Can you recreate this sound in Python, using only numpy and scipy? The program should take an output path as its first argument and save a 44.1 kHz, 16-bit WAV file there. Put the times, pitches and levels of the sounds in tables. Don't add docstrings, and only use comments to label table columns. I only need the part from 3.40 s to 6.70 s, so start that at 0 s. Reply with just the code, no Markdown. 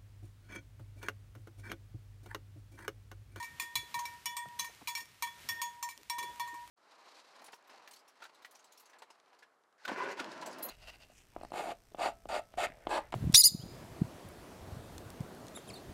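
import sys
import numpy as np
from scipy import signal
from scipy.fft import rfft, irfft, next_fast_len
from scipy.io import wavfile
from scipy.ndimage import map_coordinates

SR = 44100
rng = np.random.default_rng(int(sys.argv[2]) if len(sys.argv) > 2 else 0)


def file_out(sig):
    cols = np.atleast_2d(sig).T
    lim = np.clip(cols, -1, 1)
    pcm = np.round(lim * 32767).astype(np.int16)
    wavfile.write(sys.argv[1], SR, pcm)


def field_ratio(decibels):
    return 10 ** (np.asarray(decibels, dtype=float) / 20)


N = 145530

# frequency_hz, level_db
IMPACT_SPECTRUM = [(700, -13), (1000, 17), (1600, -12), (2400, 5.4), (5000, 1.5), (10000, -3.5),
                   (15000, -4)]
TONE_HZ = [958, 1839, 3413]


def unit(x):
    return x / np.sqrt(np.mean(x ** 2) + 1e-20)


def wobble(rate):
    return map_coordinates(rng.standard_normal(int(N * rate / SR) + 4), [np.arange(N) * rate / SR])


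def filtered(x, response):
    m = next_fast_len(len(x) + 8192)
    return irfft(rfft(x, m) * response(np.fft.rfftfreq(m, 1 / SR)), m)[:len(x)]


def coloured(points, size):
    f, db = np.transpose(points)
    return unit(filtered(rng.standard_normal(size), lambda hz: field_ratio(np.interp(np.log(hz + 1), np.log(f), db))))


def resonance(hz, width_hz):
    return lambda f: (f * width_hz / (hz * hz - f * f + 1j * f * width_hz)) ** 2


def add(into, s, x):
    part = into[round(s * SR):][:len(x)]
    part += x[:len(part)]


def distant_tread():
    ground_hz, level_db, lump_db = 99.4, -71, 6.5
    tread = filtered(rng.standard_normal(N), resonance(ground_hz, ground_hz))
    return field_ratio(level_db) * unit(tread * field_ratio(lump_db * wobble(13)))


def wind():
    # frequency_hz, density_db
    wind_spectrum = [(22, -51), (50, -1.5), (90, -1.6), (170, -8), (600, -11.5), (2230, -7), (4000, -11),
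                     (15500, -20.5)]
    level_db = -62 + 2.4 * wobble(3.35) + 1.33 * wobble(14)
    return field_ratio(level_db) * coloured(wind_spectrum, N)


def trunk_echo(near):
    level_db, t60, first_return_s = -14, 0.33, 0.008
    u = np.arange(SR // 3) / SR
    tail = rng.standard_normal(len(u)) * field_ratio(-60 * u / t60) * (u > first_return_s)
    return field_ratio(level_db) * signal.fftconvolve(near, tail / np.linalg.norm(tail))[:N]


def hooves():
    # start_s, level_db, pitch_hz, length_s
    hoof_steps = [(.225, -64, 307, 0.039), (.425, -61.5, 320, 0.029), (.553, -56.5, 141.6, 0.037),
                  (.875, -67, 134, .03), (1.055, -51.5, 740, 0.0097), (1.06, -54, 135, 0.031),
                  (1.21, -61.5, 104, 0.0368), (1.289, -61, 600, 0.026), (1.41, -54.5, 880, 0.022),
                  (1.415, -55, 228, 0.025), (1.61, -65.5, 359, 0.0325), (2.09, -59.5, 106, 0.077),
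                  (2.57, -64, 330, 0.065), (2.777, -61.5, 91, 0.027), (2.78, -62.5, 304, .03),
                  (2.81, -56.5, 398, 0.067), (2.88, -62.5, 462, 0.069), (3.128, -59.5, 275, 0.0332)]
    out = np.zeros(N)
    for s, db, hz, length in hoof_steps:
        u = np.arange(round(length * SR) + 2) / (length * SR)
        push = unit(filtered(rng.standard_normal(len(u)), resonance(hz, 0.9 * hz)))
        pressure = np.sin(np.pi * np.sqrt(np.clip(u, 0, 1)))
        add(out, s, field_ratio(db) * push * pressure)
    return out


def clicks():
    # start_s, level_db
    tendon_clicks = [
        (0.7392, -44),
        (1.0868, -38),
        (1.1548, -57.5),
        (1.3493, -41),
        (1.6566, -38.5),
        (1.7449, -47),
        (2.5769, -33.5),
        (2.6326, -38),
        (2.9598, -37.5),
        (3.2768, -32.5),
    ]
    t60, trim_db = 0.004, -6
    crumbs_per_s, crumb_db = 60, -65.5
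    out = np.zeros(N)
    u = np.arange(SR // 50) / SR
    snap = coloured(IMPACT_SPECTRUM, N + SR)
    events = [(s, db + trim_db) for s, db in tendon_clicks]
    for place, chance in rng.random((int(crumbs_per_s * N / SR), 2)):
        events.append((place * N / SR, crumb_db - 3.77 * np.log(chance)))
    for s, db in events:
        add(out, s, field_ratio(db - 60 * u / t60) * snap[round(s * SR):][:len(u)])
    return out


def shell_haze():
    modes, width_hz = 170, 22
    mode_hz = 1900 + 13300 * rng.random(modes)
    gain = field_ratio(4.5 * rng.standard_normal(modes))

    def thin_modes(f):
        return sum(g * width_hz / (width_hz + 2j * (f - c)) for c, g in zip(mode_hz, gain))

    return unit(filtered(coloured(IMPACT_SPECTRUM, N), thin_modes))


def clapper_contacts():
    # start_s, clank_db, hum_db, second_tone_db, third_tone_db
    blows = [(0.1986, -25.5, -45.5, -46, -48.5), (0.355, -19, -41.5, -45.5, -34),
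             (0.5425, -28.5, -35.5, -45.5, -54.5), (0.8575, -25.5, -43.5, -50.5, -47),
             (0.9672, -28, -41, -49, -51.5), (1.1954, -26, -44.5, -49, -46.5),
             (1.4733, -27.5, -45, -55, -49), (1.5518, -29.5, -55, -52, -52),
             (1.8237, -23.5, -36, -44, -49.5), (2.0886, -23, -49.5, -40, -43.5),
             (2.2167, -24, -37.5, -48, -47), (2.4269, -27.5, -38.5, -49, -64),
             (2.6983, -26.5, -38, -49.5, -49.5), (2.784, -28, -38, -46.5, -47),
             (2.9971, -30, -34.5, -47, -49)]
    # start_s, clank_db, hum_db, second_tone_db, third_tone_db
    rebounds = [(0.0279, -36.5, -44.5, -50.5, -65), (0.044, -43, -58.5, -52.5, -88),
                (0.2205, -33.5, -52, -49.5, -54.5), (0.5908, -32.5, -37, -58, -58),
                (0.6544, -32.5, -47, -54, -72), (1.1903, -32, -54, -46.5, -47.5),
                (1.245, -36, -47.5, -49.5, -56), (1.481, -28.5, -42.5, -53.5, -46.5),
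                (1.575, -32, -50, -47, -71), (1.6044, -38.5, -56, -57, -58),
                (1.8715, -44.5, -45, -48.5, -50), (2.4889, -34, -48, -75, -72),
                (2.5085, -43.5, -63, -56, -71.5), (2.828, -35, -41.5, -54, -49),
                (3.0762, -42.5, -45, -50, -66), (3.1419, -44.5, -43, -57.5, -78)]
    # clank_db, hum_db, second_tone_db, third_tone_db
    ringing_db = (-38.5, -41.5, -47, -61)
    rows = np.array([(0, *ringing_db, 1)] + [(*r, 1) for r in blows] + [(*r, 0) for r in rebounds])
    return rows[np.argsort(rows[:, 0])]


def fur_choke():
    # start_s, length_s, loss_db (negative = mouth swings nearer)
    chokes = [(0.052, 0.065, 3), (0.328, 0.037, 16), (0.355, 0.06, 9.5), (.44, 0.022, 4.5),
              (0.603, 0.026, -0.5), (0.75, 0.1, 17.5), (1.025, .06, 9), (1.085, 0.023, -3.5),
              (1.275, 0.033, 52), (1.504, .05, 4), (1.607, .05, 18), (1.838, 0.032, 5.5),
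              (1.875, 0.044, 11), (1.977, 0.051, 8), (2.109, .05, 6.5), (2.153, 0.05, -12),
              (2.263, 0.065, 10), (2.473, 0.026, 5.5), (2.519, 0.045, 19), (2.894, 0.032, 7.5),
              (3.01, 0.048, 6), (3.229, 0.068, 18)]
    t = np.arange(N) / SR
    lost_db = np.zeros(N)
    for s, length, db in chokes:
        progress = np.clip((t - s) / abs(length), 0, 1)
        lost_db += db * (1 - np.cos(np.pi * progress)) / 2
    return lost_db


def long_tones(contacts, choked_db, sway):
    # t60_s, choke_share
    decays = [
        (2.43, 0.94),
        (0.67, 0.67),
        (0.39, 0.82),
    ]
    # above_hz, level_db
    twins = [
        (14, -26),
        (29, -8),
        (18, -14),
    ]
    rise_s, twin_spread_db = 0.00218, 3
    rebound_turn = 0.48
    t = np.arange(N) / SR
    start_s = contacts[:, 0]
    last = np.searchsorted(start_s, t, "right") - 1
    since = t - start_s[last]
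    lost_db = choked_db - choked_db[(start_s[last] * SR).astype(int)]
    scatter = np.where(contacts[:, 5:], np.pi, rebound_turn)
    turns = np.cumsum(rng.standard_normal((len(contacts), 6)) * scatter, axis=0)
    spread_db = twin_spread_db * rng.standard_normal((len(contacts), 3))
    keep = np.exp(-1 / (rise_s * SR))
    out = np.zeros(N)
    for k, (tone_hz, (t60, share), (above_hz, twin_db)) in enumerate(zip(TONE_HZ, decays, twins)):
        size = np.sqrt(2) * field_ratio(contacts[last, 2 + k] - 60 * since / t60 - share * lost_db)
        main = np.exp(1j * turns[last, 2 * k])
        twin_phase = turns[last, 2 * k + 1] + 2 * np.pi * above_hz * since
        twin = field_ratio(twin_db + spread_db[last, k]) * np.exp(1j * twin_phase)
        envelope = signal.lfilter([1 - keep], [1, -keep], size * (main + twin))
        out += (envelope * np.exp(2j * np.pi * tone_hz * sway)).imag
    return out


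def clanks(contacts, choked_db, sway):
    shell_hz = [2312, 2435, 2955, 3207, 4000, 4312, 4970, 5543, 5965, 6272, 6712, 6885, 7273]
    # level_db, t60_s
    shell_modes = [(-15.5, 0.15), (-30, 0.045), (-37.5, 0.21), (-30.5, 0.17), (-20.5, 0.077), (-25, 0.12),
                   (-38.5, 0.085), (-22, .14), (-28, 0.12), (-24, 0.084), (-26.5, .22), (-41, 0.17),
                   (-24, 0.076)]
    rim_hz = [8064, 8317, 9001, 9152, 9593, 10384, 11041, 11536, 12403, 12828, 13329, 13631, 13916, 14750]
    # start_s, frequency_hz, extra_db
    favours = [(.199, 2435, 25.5), (.199, 7273, 8), (.356, 4000, 12.5), (.543, 4000, 10.5),
               (.591, 6272, 13), (.655, 2312, 8.5), (.858, 5543, 11), (.968, 8317, 20), (.968, 2312, 0.5),
               (1.196, 4000, 14), (1.196, 6272, 17.5), (1.474, 2435, 24), (1.481, 4000, 13),
               (1.552, 4312, 13), (1.552, 5543, 15), (1.575, 2312, 5.5), (1.824, 6272, 7.5),
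               (2.089, 5543, 10.5), (2.089, 13916, 13.5), (2.217, 6712, 11.5), (2.427, 6272, 12.5),
               (2.699, 5543, 13)]
    rim_db, rim_t60 = -30, 0.1
    spot_spread_db, choke_share = 4.5, 0.36
    crack_db, crack_t60, haze_db, haze_t60 = -13, 0.018, -13.5, 0.13
    mouth_hz, mouth_db, mouth_t60 = 1071, -0.5, 0.066
    hz = np.array(shell_hz + rim_hz)[:, None]
    level_db, t60 = np.transpose(shell_modes + [(rim_db, rim_t60)] * len(rim_hz))[:, :, None]
    extra_db = np.zeros((len(contacts), len(hz), 1))
    for s, mode_hz, db in favours:
        nearest_contact = np.argmin(abs(contacts[:, 0] - s))
        extra_db[nearest_contact, np.argmin(abs(hz - mode_hz))] = db
    crack, haze = coloured(IMPACT_SPECTRUM, N), shell_haze()
    flutter_db = 4 * wobble(70)
    out = np.zeros(N)
    for (s, db, hum_db), more_db in zip(contacts[:, :3], extra_db):
        luck, phase = rng.standard_normal((2, len(hz), 1))
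        i = round(s * SR)
        when = sway[i:i + SR // 5] - sway[i]
        n = np.arange(len(when))
        v = n / SR
        shake_db = flutter_db[(n + i + (phase * N).astype(int)) % N]
        spot_db = np.where(more_db, more_db, spot_spread_db * luck + shake_db)
        modes = field_ratio(level_db + spot_db - 60 * v / t60) * np.sin(2 * np.pi * hz * when + phase)
        hiss = crack[n + i] * field_ratio(crack_db - 60 * v / crack_t60)
        hiss += haze[n + i] * field_ratio(haze_db - 60 * v / haze_t60)
        lost_db = choke_share * (choked_db[i + n] - choked_db[i])
        add(out, s, field_ratio(db - lost_db) * (modes.sum(axis=0) + hiss))
        if s > 0:
            mouth_size = field_ratio(hum_db + mouth_db - 60 * v / mouth_t60)
            add(out, s, mouth_size * np.sin(2 * np.pi * mouth_hz * v))
    return out


def bell():
    contacts, choked_db = clapper_contacts(), fur_choke()
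    sway_hz = 2.48
    sway = np.arange(N) / SR + np.cumsum(wobble(6.3)) / SR * sway_hz / TONE_HZ[0]
    out = long_tones(contacts, choked_db, sway) + clanks(contacts, choked_db, sway)
    return signal.sosfilt(signal.butter(N=4, Wn=850, btype="high", fs=SR, output="sos"), out)


def scene():
    near = bell() + clicks()
    return (near + trunk_echo(near) + hooves() + wind() + distant_tread())[None]


def roll_off(x):
    return signal.sosfilt(signal.butter(12, 16450, fs=SR, output="sos"), x)


def record(dry):
    # frequency_hz, gain_db
    band_limit = [(15150, 0), (15400, -24), (16000, -36), (16500, -40)]
    mix = filtered(dry[0], lambda hz: field_ratio(np.interp(hz, *np.transpose(band_limit))))[None]
    return roll_off(mix)


dry = scene()
out = record(dry)
file_out(out)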